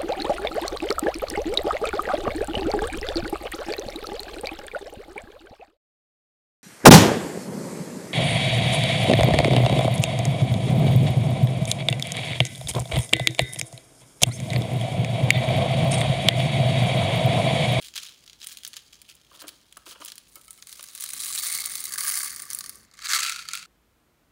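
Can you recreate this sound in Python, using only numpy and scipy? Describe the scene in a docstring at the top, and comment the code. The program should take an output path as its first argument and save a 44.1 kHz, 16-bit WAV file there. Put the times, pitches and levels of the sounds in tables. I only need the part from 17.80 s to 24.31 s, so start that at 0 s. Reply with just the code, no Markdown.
"""Hard beads rattle and slide in a small closed plastic jar turned by hand, close up in a quiet room.
The lid is unscrewed, beads pour into a glass bowl of foam balls, a few strays clink on the glass,
and the jar is stood up again so the rest tumbles back; twice the rattle stops short, the hush goes on.
Each bead knock is a click and a dying noise scatter through band-passes for wall, tick and air of the jar;
the lid is bursts of slip noise, the glass is decaying sines, hush and rumble are shaped noise."""
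import sys
import numpy as np
from scipy import signal
from scipy.fft import rfft, irfft
from scipy.io import wavfile

SR = 44100
rng = np.random.default_rng(int(sys.argv[2]) if len(sys.argv) > 2 else 0)


def output_pcm(signal):
    """Save a mono or channel-first signal as 16-bit PCM at the path in sys.argv[1].

    Samples are clipped to [-1, 1] before scaling.
    """
    pcm = np.clip(np.atleast_2d(signal).T, -1, 1) * 32767
    wavfile.write(sys.argv[1], SR, np.round(pcm).astype(np.int16))


N = 287091
T = np.arange(N) / SR

# Room and microphone noise spectrum: f/Hz, relative density/dB
HUSH_SPECTRUM = [(20, -38), (35, -16.5), (55, -2), (82, -9.5), (200, -11), (500, -16.5), (900, -21),
                 (1200, -20), (5350, -31.5), (11600, -34), (14200, -32.5), (16000, -36.5)]
HUSH_DB = -65.5  # rms
# Soft low rumble that comes and goes: start/s, end/s, f/Hz, width/Hz, rms level/dB
RUMBLES = [(3.31, 5.063, 200, 300, -64.5), (5.445, 5.866, 170.3, 50, -71.5)]
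ROOM_T60_S, ROOM_DB, ROOM_DULL_HZ = .55, -15.5, 8000  # decay, tail energy, treble roll-off

# Stray beads on the glass: t/s, strike level/dB, hardness/(dB per octave) that lifts the upper modes
GLASS_STRIKES = [(2.559, -44.5, 1.5), (2.6812, -48, 2), (2.7854, -53, 6)]
# Ringing modes of the glass: f/Hz, level/dB, t60/s
GLASS_MODES = [(1300, -5, 0.14), (2196, -5.5, 0.051), (3030, -11, 0.093), (5370, -19, .09),
               (6826, -21, 0.099), (8200, -17, 0.053)]

# Lid jerks along its thread and finger thumps on the jar:
# t/s, level at 620 Hz/dB, decay time/s, sharpness/(dB per octave)
LID_JERKS = [(1.515, -61, 0.074, 2), (1.614, -53.5, 0.022, 2.5), (1.639, -55, 0.031, -5),
             (1.969, -44, 0.0053, 2), (2.063, -53, 0.029, -0.5), (2.114, -56, 0.015, 6),
             (2.15, -58.5, 0.022, 5), (2.201, -47.5, 0.011, -0.5), (2.218, -50, .006, 4),
             (2.562, -57, 0.018, 0.5), (2.991, -52, 0.0077, 4)]
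# Resonances of the lid and the hand-damped jar: f/Hz, width/Hz, level/dB
LID_MODES = [(341, 120, -2), (648, 275, 0), (1140, 590, 3.5), (2970, 480, -5.5)]

# Starts of the open-jar poses; before the first one the lid is on
LID_OFF_S, POURING_S, HALF_EMPTY_S, UPRIGHT_S, SETTLING_S = 2.48, 3.6, 4.1, 5.062, 5.4
POSES_S = [LID_OFF_S, POURING_S, HALF_EMPTY_S, UPRIGHT_S, SETTLING_S]
END_S = 5.861  # the last rattle stops short here

# Bead resonances: f/Hz, width/Hz, then relative level/dB in each of the six poses:
# lid on, tipping, pouring, half empty, upright, settling
# The plastic wall
WALL_MODES = [(3260, 500, 2.5, -9, -9, -12, -10.5, -5), (4020, 520, -1, -1, 0.5, -11, -1.5, 0),
              (4527, 220, -7.5, -8.5, 2.5, 0.5, -3, -1.5), (5044, 790, -0.5, -4, -3.5, 0, -7.5, -4),
              (6480, 1150, 0.5, -0.5, 3.5, 3.5, 0, -0.5)]
# The bright tick, same columns
TICK_MODES = [(7830, 1100, -1.5, -4, -5, -5.5, 4.5, 2.5), (9180, 590, 2, 0, 2, 0.5, -2, -2.5),
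              (10060, 1200, 0, -2, -1.5, -0.5, -6.5, -14), (13470, 2000, -3.5, -5.5, -6, -6, -4.5, -15),
              (15570, 1800, 1.5, -3.5, -1.5, -1, -6.5, -6)]
# The air in the jar, same columns
AIR_MODES = [(810, 400, -30, -17, -17, -18.5, -37, -42.5), (1177.5, 140, -12, -4, -7.5, -1, -5, -14.5),
             (1363, 140, -10.5, -8, -10.5, -10, -2.5, 1), (1758, 460, -1, -2, -5.5, 1, 1, -4),
             (2127, 260, -7, -2, 0, -2, -2, -8), (2505, 690, 2.5, 0.5, -11, -9, -5, 2)]

# Single loud knocks: t/s, nominal wall peak level/dB, tick above wall/dB
LOUD_KNOCKS = [(0.0698, -34, 0.5), (0.084, -28.5, -6), (0.1389, -29.5, -13), (0.1593, -39, -4),
               (0.1778, -17, -13), (0.2274, -32, -9), (0.252, -30, -16), (0.2674, -36, -8),
               (0.439, -40.5, -8), (0.4627, -37.5, -7), (0.4775, -31, -21), (0.4977, -31.5, -15),
               (0.5315, -33, -23), (0.6018, -38, -6), (0.645, -30, 3), (0.6702, -27, 7), (0.7096, -34, -10),
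               (0.7263, -35, 4.5), (0.7718, -25.5, -3), (0.786, -33, -5), (0.8345, -30.5, -2),
               (0.8494, -19.5, -5), (0.866, -27.5, -15), (0.8765, -35.5, 16), (0.9324, -27.5, -19),
               (0.9396, -27, -22), (0.967, -21, -9), (1.131, -33, -29), (1.217, -33.5, 0.5),
               (1.2985, -35, -18), (1.352, -48, 11), (1.5612, -42, -10), (1.6816, -25.5, 0.5),
               (1.6904, -27.5, -0.5), (1.9254, -35, -4), (1.971, -38, 8.5), (2.1154, -38, 4.5),
               (2.2491, -40.5, 17), (2.2591, -30.5, 6), (2.2829, -25, -5), (2.301, -28.5, -8),
               (2.3196, -25.5, -7), (2.3556, -35, 2), (2.38, -27.5, -0.5), (2.5566, -38.5, 12),
               (2.613, -41, 4), (2.6808, -40, 5), (2.7073, -36, 11.5), (2.73, -44, 11), (2.7767, -41.5, 2),
               (2.8244, -28, -9), (2.871, -33.5, 3), (2.8936, -34.5, 6), (2.9273, -28, 3),
               (2.9947, -29, -9), (3.009, -30.5, -1), (3.0282, -35.5, 10), (3.0403, -31, 3),
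               (3.0864, -30.5, -3), (3.1508, -28.5, 6.5), (3.177, -32, 2.5), (3.2082, -26.5, 9),
               (3.223, -28, 9), (3.239, -22, 7), (3.2905, -28, 7), (3.3343, -25.5, 9), (3.5578, -23, 6.5),
               (3.668, -21.5, 9), (3.7254, -22.5, 9), (3.7499, -18.5, 8), (3.7753, -19, 5),
               (3.8046, -22, 9.5), (3.859, -22.5, 10.5), (3.9542, -21, 8.5), (4.0038, -25.5, 11),
               (4.0401, -22, 9.5), (4.0543, -23, 11), (4.1222, -22.5, 6), (4.1382, -17, 1.5),
               (4.1824, -15.5, 2), (4.2792, -22.5, 8), (4.445, -25, 10), (4.5615, -28, 8), (4.5988, -27, 3),
               (4.621, -28.5, 12), (4.6534, -39, 12.5), (4.703, -26, 10), (4.7105, -22.5, 1),
               (4.7322, -24.5, 10.5), (4.748, -30.5, 17.5), (4.7878, -27, 13.5), (4.8079, -19.5, -2.5),
               (4.8408, -25, -1), (4.861, -24.5, 2.5), (4.8944, -27.5, 8.5), (4.956, -44.5, 13.5),
               (4.9854, -50, 8), (5.1134, -45, -13), (5.139, -38.5, -1.5), (5.172, -41.5, -5),
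               (5.1904, -29.5, -10), (5.224, -28, -8), (5.2432, -24.5, -8.5), (5.257, -21, -6.5),
               (5.2867, -29, -3), (5.3231, -12, -9), (5.3336, -7.5, -5), (5.3476, -13, 2.5),
               (5.3581, -14, -1.5), (5.3933, -17.5, -1), (5.4322, -11, -3.5), (5.4963, -13.5, -5),
               (5.5222, -18.5, -12), (5.5608, -21, -8), (5.5914, -21, -13), (5.625, -33.5, -14.5),
               (5.6875, -20, -4.5), (5.7343, -16.5, -1.5), (5.7526, -18.5, 0.5), (5.7738, -24, -4),
               (5.827, -30.5, -14)]
# Beads slide over in the jar before the pour: start/s, hold/s, wall level/dB, tick above wall/dB
SLIDES = [(0.0, 0.068, -50, -3.5), (0.149, 0.028, -32.5, -10), (0.22, 0.028, -40.5, -8.5),
          (0.603, .04, -47, -11), (0.643, 0.1, -47.5, -4), (.955, 0.015, -45, -10),
          (1.119, 0.037, -55.5, -12.5), (1.28, 0.048, -51.5, -8), (1.502, 0.07, -57.5, -3.5),
          (1.59, 0.037, -51.5, -1), (1.663, 0.022, -52, -3), (1.95, 0.024, -56.5, -6),
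          (2.054, 0.073, -50.5, -1.5), (2.197, 0.094, -53.5, -3), (2.548, 0.016, -61, 3)]
# Beads on the move in the open jar, out of it and back down: t/s, wall level/dB
FLOW = [(2.85, -80), (2.88, -53), (3.09, -57), (3.24, -45), (3.31, -46), (3.35, -42), (3.65, -36.5),
        (3.9, -42), (4.14, -44), (4.19, -38.5), (4.3, -35.5), (4.43, -39.5), (4.5, -44), (4.665, -55.5),
        (4.72, -50.5), (4.92, -57), (5.1, -70.5), (5.21, -51), (5.25, -37), (5.34, -31), (5.45, -34.5),
        (5.66, -53), (5.75, -44), (5.86, -54.5)]
# Click gain in each of the six poses, bare walls clack hardest: level/dB
CLICK_DB = [6.7, 6.5, 3.2, 4.5, 6.9, 8.6]
# Tick of the small knocks above their wall level, before the flow brightens it, per pose: level/dB
CROWD_TICK_DB = [-8, 4.5, 4, 5.5, -8, -6]
# Air of the small knocks above their wall level, per pose: level/dB
CROWD_AIR_DB = [-10.5, -8, -5.5, -3, -0.5, 0]
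# Air of a loud knock above its wall level, per pose: level/dB
KNOCK_AIR_DB = [-11, -7, -11, -7, -1.5, -0.5]

SMALL_KNOCKS_PER_S, SIZE_SPREAD_DB, LARGEST_DB = 450, 2, 12
COLOUR_SPREAD_DB = 4.5  # how unevenly a small knock strikes the modes
CREST_DB = 6.5  # peak of a loud knock above its driving level
RESTING_DB = -66  # wall level of resting beads
SLIDE_RISE_S, SLIDE_FALL_S = 0.0089, 0.0056
SLIDE_TAIL_DB, SLIDE_TAIL_S = -14, 0.052  # stragglers after a slide: level below it, decay
TICK_PER_FLOW, FULL_FLOW_DB = 0.26, -40  # a stronger flow ticks brighter (dB per dB)
TOP_HZ = 15720


def undb(db):
    """Amplitude gain of a dB value."""
    return 10 ** (np.asarray(db) / 20)


def power_undb(db):
    """Power gain of a dB value."""
    return undb(2 * np.asarray(db))


def unit(x):
    """Scale to rms 1."""
    return x / np.sqrt(np.mean(x ** 2))


def fade(x, tau_s):
    """Turn every spike into an exponential decay."""
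    return signal.lfilter([1], [1, -np.exp(-1 / (tau_s * SR))], x)


def resonance(x, hz, width_hz, order=2):
    """Band-pass, quick (order 1) or steep (order 2), with make-up gain so white noise about keeps its rms."""
    edges = [max(hz - width_hz / 2, 20), min(hz + width_hz / 2, .45 * SR)]
    band = signal.butter(order, edges, "bandpass", fs=SR, output="sos")
    return signal.sosfilt(band, x) * np.sqrt(SR / 2 / width_hz)


def spikes(s, size):
    """Place a spike of the given size at each time."""
    return np.bincount((np.asarray(s) * SR).astype(int), size, N)[:N]


def hush():
    """Steady room and microphone noise: white noise coloured in the spectrum."""
    hz, db = np.transpose(HUSH_SPECTRUM)
    f = np.fft.rfftfreq(N, 1 / SR)
    colour = undb(np.interp(np.log(f + 1), np.log(hz), db))
    noise = irfft(rfft(rng.standard_normal(N)) * colour, N)
    return unit(noise) * undb(HUSH_DB)


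def rumble():
    """Band-passed low noise, eased in and stopped dead."""
    out = np.zeros(N)
    for start, end, hz, width_hz, db in RUMBLES:
        noise = resonance(rng.standard_normal(N), hz, width_hz)
        swell = np.clip((T - start) / 0.022, 0, 1) * (T < end)
        out += undb(db) * noise * swell
    return out


def room(x):
    """A short dull tail from table and walls: convolution with decaying noise."""
    t = T[:SR // 2]
    tail = rng.standard_normal(len(t)) * 1000 ** (-t / ROOM_T60_S) * (t > .004)
    tail = signal.lfilter(*signal.butter(1, ROOM_DULL_HZ, fs=SR), tail)
    tail /= np.sqrt(np.sum(tail ** 2))
    return undb(ROOM_DB) * signal.fftconvolve(x, tail)[:N]


def glass():
    """The same few modes ring after each strike; a harder one wakes the upper modes more."""
    out = np.zeros(N)
    t = T[:SR // 2]
    lowest_hz = GLASS_MODES[0][0]
    for s, db, hard_db in GLASS_STRIKES:
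        ring = np.zeros(len(t))
        for hz, mode_db, t60 in GLASS_MODES:
            gain = undb(mode_db + hard_db * np.log2(hz / lowest_hz))
            ring += gain * np.sin(2 * np.pi * hz * t) * 1000 ** (-t / t60)
        i = int(s * SR)
        out[i:i + len(t)] += undb(db) * ring
    return out


def lid():
    """Each jerk or thump is a dying run of small slips that rings the lid and the hand-damped jar."""
    slip_sizes = undb(1.6 * rng.exponential(size=8000))
    slips = spikes(rng.uniform(0, N / SR, size=8000), slip_sizes)
    drag = unit(fade(slips, 0.002) * rng.standard_normal(N))
    out = np.zeros(N)
    for hz, width_hz, mode_db in LID_MODES:
        octaves = np.log2(hz / 620)
        grip = np.zeros(N)
        for s, db, drag_s, sharp_db in LID_JERKS:
            decay = np.exp(-np.maximum(T - s, 0) / drag_s) * (T > s)
            grip += undb(db + sharp_db * octaves) * decay
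        out += undb(mode_db) * resonance(drag * grip, hz, width_hz)
    return out


def stir(pose):
    """Power of the small knocks on wall, tick and air: resting beads, slides that rise, hold and die, the flow."""
    flow_db = np.interp(T, *np.transpose(FLOW))
    wall = np.where(T < FLOW[0][0], power_undb(RESTING_DB), power_undb(flow_db))
    brighter_db = TICK_PER_FLOW * (flow_db - FULL_FLOW_DB) * (T > FLOW[1][0])
    tick = wall * power_undb(CROWD_TICK_DB)[pose] * power_undb(brighter_db)
    for s, hold_s, db, tick_db in SLIDES:
        rise = np.clip((T - s) / SLIDE_RISE_S, 0, 1) ** 2
        after = np.maximum(T - s - hold_s, 0)
        stragglers = power_undb(SLIDE_TAIL_DB) * np.exp(-after / SLIDE_TAIL_S)
        fall = np.exp(-after / SLIDE_FALL_S) + stragglers
        slide = power_undb(db) * rise * fall
        wall = wall + slide
        tick = tick + slide * power_undb(tick_db)
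    air = wall * power_undb(CROWD_AIR_DB)[pose]
    return np.array([wall, tick, air])


def scatter(power):
    """Power of the quick and slow dying scatter off nearby beads after each knock."""
    return power_undb(-2.5) * fade(power, .0006) + power_undb(-10.75) * fade(power, 0.0026)


def beads():
    """Every knock is a hard click, then a dying scatter; each strikes the modes differently."""
    pose = np.searchsorted(POSES_S, T)
    loud_s, wall_db, tick_db = np.transpose(LOUD_KNOCKS)
    air_db = np.take(KNOCK_AIR_DB, np.searchsorted(POSES_S, loud_s))
    loud_db = [wall_db, wall_db + tick_db, wall_db + air_db]

    count = int(SMALL_KNOCKS_PER_S * N / SR)
    small_s = rng.uniform(0, N / SR, count)
    size_db = np.minimum(SIZE_SPREAD_DB * rng.exponential(size=count), LARGEST_DB)
    crowds = stir(pose)

    push = rng.choice([-1., 1.], N)  # a click drives all modes the same way
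    click = undb(CLICK_DB)[pose]
    one_knock = np.r_[1, np.zeros(SR // 10)]
    knock_energy = click ** 2 + np.sum(scatter(one_knock))

    out = np.zeros(N)
    parts = zip((WALL_MODES, TICK_MODES, AIR_MODES), (1, 1, 2), crowds, loud_db)
    for modes, order, level, peak_db in parts:
        modes = np.array(modes, float)
        mode_db = modes[:, 2:]
        share = undb(mode_db) / np.sqrt(np.sum(power_undb(mode_db), axis=0))  # total power 1 per pose
        crowd = level / knock_energy
        for (hz, width_hz), by_pose in zip(modes[:, :2], share):
            colour_db = COLOUR_SPREAD_DB * rng.standard_normal(count)
            small = spikes(small_s, power_undb(size_db + colour_db))
            own_db = 1.3 * rng.standard_normal(len(loud_s))  # each loud knock's own colour
            loud = spikes(loud_s, power_undb(peak_db + own_db - CREST_DB))
            power = small / small.mean() * crowd + loud
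            clicks = click * push * np.sqrt(power)
            scattered = np.sqrt(scatter(power)) * rng.standard_normal(N)
            force = clicks + scattered
            out += resonance(by_pose[pose] * force, hz, width_hz, order=order)
    return out


def scene():
    """Beads, lid and glass play in two stretches, each stopped short with its room tail over a steady hush."""
    near = beads() + lid() + glass()
    out = hush() + rumble()
    for start, end in ((0, UPRIGHT_S), (UPRIGHT_S, END_S)):
        stretch = near * (T >= start)
        stop = np.clip((end - T) / 0.0016, 0, 1)
        out += (stretch + room(stretch)) * stop
    return out[None]


def record(dry):
    """A steep elliptic low-pass takes off the top of the treble."""
    return signal.sosfilt(signal.ellip(10, .2, 70, TOP_HZ, fs=SR, output="sos"), dry)


dry = scene()
out = record(dry)
output_pcm(out)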